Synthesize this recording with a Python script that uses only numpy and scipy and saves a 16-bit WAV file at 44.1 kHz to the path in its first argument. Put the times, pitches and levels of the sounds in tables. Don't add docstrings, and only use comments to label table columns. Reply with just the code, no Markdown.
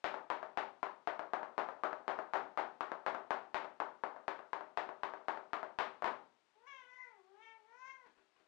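import sys
import numpy as np
from scipy import signal
from scipy.fft import rfft, irfft
from scipy.io import wavfile
from scipy.ndimage import uniform_filter1d, minimum_filter1d

SR = 44100
rng = np.random.default_rng(int(sys.argv[2]) if len(sys.argv) > 2 else 0)


def dump_mix(stems):
    frames = np.atleast_2d(stems).T
    limited = np.clip(frames, -1, 1)
    pcm = np.round(limited * 32767).astype(np.int16)
    wavfile.write(sys.argv[1], SR, pcm)


N = 373527
TIME_S = np.arange(N) / SR

# f/Hz, level/dB
BACKGROUND_SPECTRUM = [(40, -24), (120, -16), (300, -4), (800, 0.5), (2800, -6.5), (4000, -9.5),
                       (9500, -23.5)]
# delay/s, level/dB
WALL_ECHOES = [(0.0138, -16), (0.0182, -13), (0.021, -15), (0.029, -20), (0.035, -7), (0.064, -16)]
# f/Hz, level/dB, T60/s
STANDING_WAVES = [(246.3, -29.5, 0.69), (316.5, -19.5, 0.29), (389, -17, 0.44), (619, -21.5, 0.38),
                  (740, -37, 0.36), (906, -29.5, 0.38), (2032, -23, 0.17), (2676, -19.5, 0.1)]
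# f/Hz, level/dB
TAIL_SPECTRUM = [(50, -3), (220, -1), (550, 4.5), (1000, 3.5), (2600, 5), (9000, 1.5)]
# f/Hz, T60/s
TAIL_DECAY = [(100, 0.83), (500, 0.41), (2000, 0.34), (6000, 0.34)]
# t/s, level/dB, length/s
PAW_SCUFFS = [(8.056, -69.5, 0.027), (8.162, -75, 0.042), (8.361, -72.5, 0.0088), (8.382, -76, 0.036)]
# f/Hz, level/dB
VOCAL_TRACT = [(700, 1.5), (1050, 1.5), (1350, -4.5), (1600, -1.5), (1850, -5.5), (2700, -15),
               (3200, -18.5), (3800, -26), (4500, -32), (5400, -23.5), (6400, -24), (7200, -34.5),
               (9000, -65)]
# t/s, pitch/Hz, level/dB, low formant/dB, high formant/dB
MEOW_CURVES = [
    [(6.546, 408, -78, -3, -11), (6.662, 508, -67, 4, -14), (6.678, 573.4, -59, 12, 9),
     (6.84, 491, -66, 6.5, 10.5), (6.92, 502, -65, 13.5, 2.5), (7.015, 513.2, -64.5, 26, -12),
     (7.1, 458, -66.5, 6, -10), (7.2, 366, -74.5, -2, -3)],
    [(7.23, 364.6, -80, 2, -3), (7.35, 408.6, -70, -4, 0), (7.43, 452.4, -64.5, 10.5, 11.5),
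     (7.52, 452.4, -65.5, 18.5, 11), (7.625, 421.4, -78.5, 0, -5), (7.69, 454.4, -67, 8, -17),
     (7.8, 512, -63.5, 1, -5), (7.89, 534.8, -56.5, 13, -1), (7.96, 520.4, -67.5, 9, -2),
     (8.045, 491, -67.5, 8, -4), (8.085, 390, -70, 3, -3)],
]
# f/Hz, level/dB
SOLE_SPECTRUM = [(60, -42.5), (200, -17), (350, -10), (620, -3.5), (900, -0.5), (1500, -6), (2600, -22),
                 (4300, -31.5), (9500, -54.5)]
# t/s, level/dB
LIGHT_PATS = [(0.141, -40), (0.428, -43), (1.193, -39.5), (1.43, -43), (1.687, -43), (1.929, -43),
              (2.188, -39), (2.917, -40), (3.147, -40), (3.645, -46.5), (4.162, -50.5), (4.391, -49),
              (4.608, -47), (4.89, -44.5), (5.136, -45), (5.373, -46), (5.629, -42), (6.022, -38.5)]
# t/s, level/dB, crack before weighting/dB, trapped-air pop/Hz
FIRM_SLAPS = [(0.042, -32.5, 11, 650), (0.301, -33, 4.5, 930), (0.573, -32.5, 7.5, 835),
              (0.829, -36, 1.5, 1020), (1.073, -34, 2, 724), (1.334, -33.5, -4, 710),
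              (1.579, -31.5, 1, 780), (1.835, -31.5, -2.5, 1250), (2.079, -32, 1, 770),
              (2.335, -29, -0.5, 770), (2.574, -30.5, 0.5, 780), (2.807, -37, 3, 1240),
              (3.063, -31.5, 3, 684), (3.306, -32, 2, 800), (3.544, -33, 9, 916), (3.801, -34.5, -2.5, 915),
              (4.036, -37, -4, 890), (4.28, -36.5, 6, 990), (4.531, -38, 2, 950), (4.773, -33.5, 5.5, 810),
              (5.033, -37, 4, 1040), (5.283, -33.5, 1.5, 900), (5.532, -35.5, 6.5, 1230),
              (5.787, -30.5, 11.5, 970), (6.043, -30, 5, 930)]


def undb(db):
    return 10 ** (np.asarray(db) / 20)


def unit(x):
    return x / np.sqrt(np.sum(x ** 2))


def along(points, hz):
    f, value = np.transpose(points)
    return np.interp(np.log(np.maximum(hz, 1)), np.log(f), value)


def noise(spectrum, size):
    gain = undb(along(spectrum, np.fft.rfftfreq(size, 1 / SR)))
    return unit(irfft(rfft(rng.standard_normal(size)) * gain, size)) * np.sqrt(size)


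def wander(rate_hz):
    hold = max(int(SR / rate_hz), 1)
    steps = np.repeat(rng.standard_normal(N // hold + 1), hold)
    return 0.85 * uniform_filter1d(steps, hold)[:N]


def above(hz, edge_hz, order=4):
    return 1 - 1 / (1 + (hz / edge_hz) ** order)


def pulse(spectrum_db):
    cepstrum = irfft(spectrum_db * np.log(10) / 20)
    half = len(cepstrum) // 2
    cepstrum[1:half] *= 2
    cepstrum[half + 1:] = 0
    return irfft(np.exp(rfft(cepstrum)))


def add(out, start_s, sound):
    i = int(start_s * SR)
    out[i:i + len(sound)] += sound[:N - i]


def background(gain_db=-81):
    return noise(BACKGROUND_SPECTRUM, N) * undb(gain_db)


def diffuse_tail(build_s=0.00065, size=28000):
    t, hz = np.arange(size) / SR, np.fft.rfftfreq(size, 1 / SR)
    spectrum = rfft(noise(TAIL_SPECTRUM, size))
    centres_hz = 60 * 2. ** np.arange(9)
    tail = 0
    for centre_hz, share in zip(centres_hz, np.eye(len(centres_hz))):
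        band = irfft(spectrum * along(np.c_[centres_hz, share], hz), size)
        tail = tail + band * undb(-60 * t / along(TAIL_DECAY, centre_hz))
    return unit(tail * (1 - np.exp(-t / build_s)))


def room(tail, tail_db, echo_db, modes_db, scatter_s=0.0004):
    t = np.arange(len(tail)) / SR
    response = tail * undb(tail_db)
    for delay_s, db in WALL_ECHOES:
        arrival_s = abs(delay_s + scatter_s * rng.standard_normal())
        response[int(arrival_s * SR)] += undb(db + echo_db)
    for hz, db, t60_s in STANDING_WAVES:
        ring = np.sin(2 * np.pi * (hz * t + rng.random())) * undb(-60 * t / t60_s)
        response += unit(ring) * undb(db + modes_db)
    return response


def paws():
    rub = noise([(100, -16), (380, 0.5), (650, -5), (1600, -4), (4000, -20), (9000, -38)], N)
    swells = sum(undb(db) * np.exp(-(2 * (TIME_S - start_s) / length_s - 1) ** 2)
                 for start_s, db, length_s in PAW_SCUFFS)
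    return rub * swells


def meows(gain_db=-4, hum_db=-74, shimmer_db=0.5, rasp_db=-23, open_db=-64, hinge_hz=900,
          low_hz=2120, low_width_hz=220, high_hz=3300, high_width_hz=560, fade_s=0.014):
    knots_s, *columns = np.vstack(MEOW_CURVES).T
    voiced = (TIME_S > knots_s[0]) & (TIME_S < knots_s[-1])
    t = TIME_S[voiced]
    pitch_hz, db, low_db, high_db = (np.interp(t, knots_s, column) for column in columns)
    tilt_db_per_oct = -1.3 * np.maximum(open_db - db, 0)
    jitter = 0.0055 * wander(80) + 0.011 * wander(450)
    phase = 2 * np.pi * np.cumsum(pitch_hz * (1 + jitter[voiced])) / SR
    voice = undb(hum_db) * np.sin(phase)
    for harmonic in range(2, 19):
        hz = harmonic * pitch_hz
        shape_db = along(VOCAL_TRACT, hz) + tilt_db_per_oct * np.maximum(np.log2(hz / hinge_hz), 0)
        shape_db += low_db * (1 - above(abs(hz - low_hz), low_width_hz))
        shape_db += high_db * (1 - above(abs(hz - high_hz), high_width_hz))
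        voice += undb(db + shape_db) * np.sin(harmonic * phase)
    breath = noise([(150, -33)] + list(VOCAL_TRACT), len(t))
    voice += undb(db + rasp_db) * breath * (1 + np.cos(phase))
    fade = np.clip(np.minimum(t - knots_s[0], knots_s[-1] - t) / fade_s, 0, 1)
    out = np.zeros(N)
    out[voiced] = np.sqrt(2) * voice * fade * undb(gain_db + shimmer_db * wander(54)[voiced])
    return out


def blows(pat_crack_db=-6, pat_pop_hz=645, pat_shadow_db=-1):
    firm = [(*slap, 0) for slap in FIRM_SLAPS]
    light = [(start_s, db, pat_crack_db, pat_pop_hz, pat_shadow_db) for start_s, db in LIGHT_PATS]
    return firm + light


def slaps(direct_db=25, room_db=26.5, crack_weight=0.77, crack_hz=1900, crack_top_hz=6000,
          pop_db=4, pop_width_oct=0.2, soft_below_db=-44, settle_db=-8, settle_s=0.0033,
          fur_delay_s=0.0009, puff_db=-24.5, puff_s=0.00083, size=2048):
    t, hz = np.arange(size) / SR, np.fft.rfftfreq(size, 1 / SR)
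    crack_band = above(hz, crack_hz, order=6) - above(hz, crack_top_hz) / 2
    shared_tail = diffuse_tail()
    out = np.zeros(N)
    for start_s, db, crack_db, pop_hz, shadow_db in blows():
        contact_s = start_s + fur_delay_s
        softness_db = max(soft_below_db - db, 0)
        pop_band = np.exp(-(np.log2((hz + 1) / pop_hz) / pop_width_oct) ** 2)
        spectrum_db = along(SOLE_SPECTRUM, hz) + pop_db * pop_band
        spectrum_db += crack_weight * crack_db * crack_band
        spectrum_db -= 0.7 * softness_db * above(hz, 3300)
        contact = -pulse(spectrum_db)
        decay_s = settle_s * np.exp(0.17 * softness_db)
        settle = unit(rng.standard_normal(size) * np.exp(-t / decay_s))
        landing = signal.unit_impulse(size) + undb(settle_db + softness_db) * settle
        direct = unit(signal.fftconvolve(contact, landing))
        add(out, contact_s, undb(db + direct_db + shadow_db) * direct)
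        tail = unit(shared_tail + 2 * diffuse_tail())
        response = room(tail, tail_db=2, echo_db=-7, modes_db=-0.5)
        add(out, contact_s, undb(db + room_db) * unit(signal.fftconvolve(contact, response)))
        puff = t / puff_s * np.exp(1 - t / puff_s)
        add(out, start_s, undb(db + puff_db + crack_weight * crack_db) * puff)
    return out


def limiter(x, ceiling_db=-19.5, release_db_per_s=502.5, window=45):
    peak_db = 20 * np.log10(np.abs(x).max(axis=0) + 1e-12)
    over_db = np.maximum(peak_db - ceiling_db, 0)
    recovery_db = release_db_per_s * TIME_S
    gain_db = recovery_db - np.maximum.accumulate(over_db + recovery_db)
    return x * undb(uniform_filter1d(minimum_filter1d(gain_db, window), window))


def scene(right_db=-25.6):
    cat = meows() + paws()
    response = room(diffuse_tail(), tail_db=-4.5, echo_db=-2, modes_db=0)
    cat_reverb = signal.fftconvolve(cat, response)[:N]
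    mono = slaps() + cat + cat_reverb + background()
    return 2 * np.outer(undb([0, right_db]), mono)


def record(dry, cutoff_hz=9700):
    lowpass = signal.ellip(8, 0.2, 70, cutoff_hz, fs=SR, output="sos")
    return signal.sosfilt(lowpass, limiter(dry))


dry = scene()
out = record(dry)
dump_mix(out)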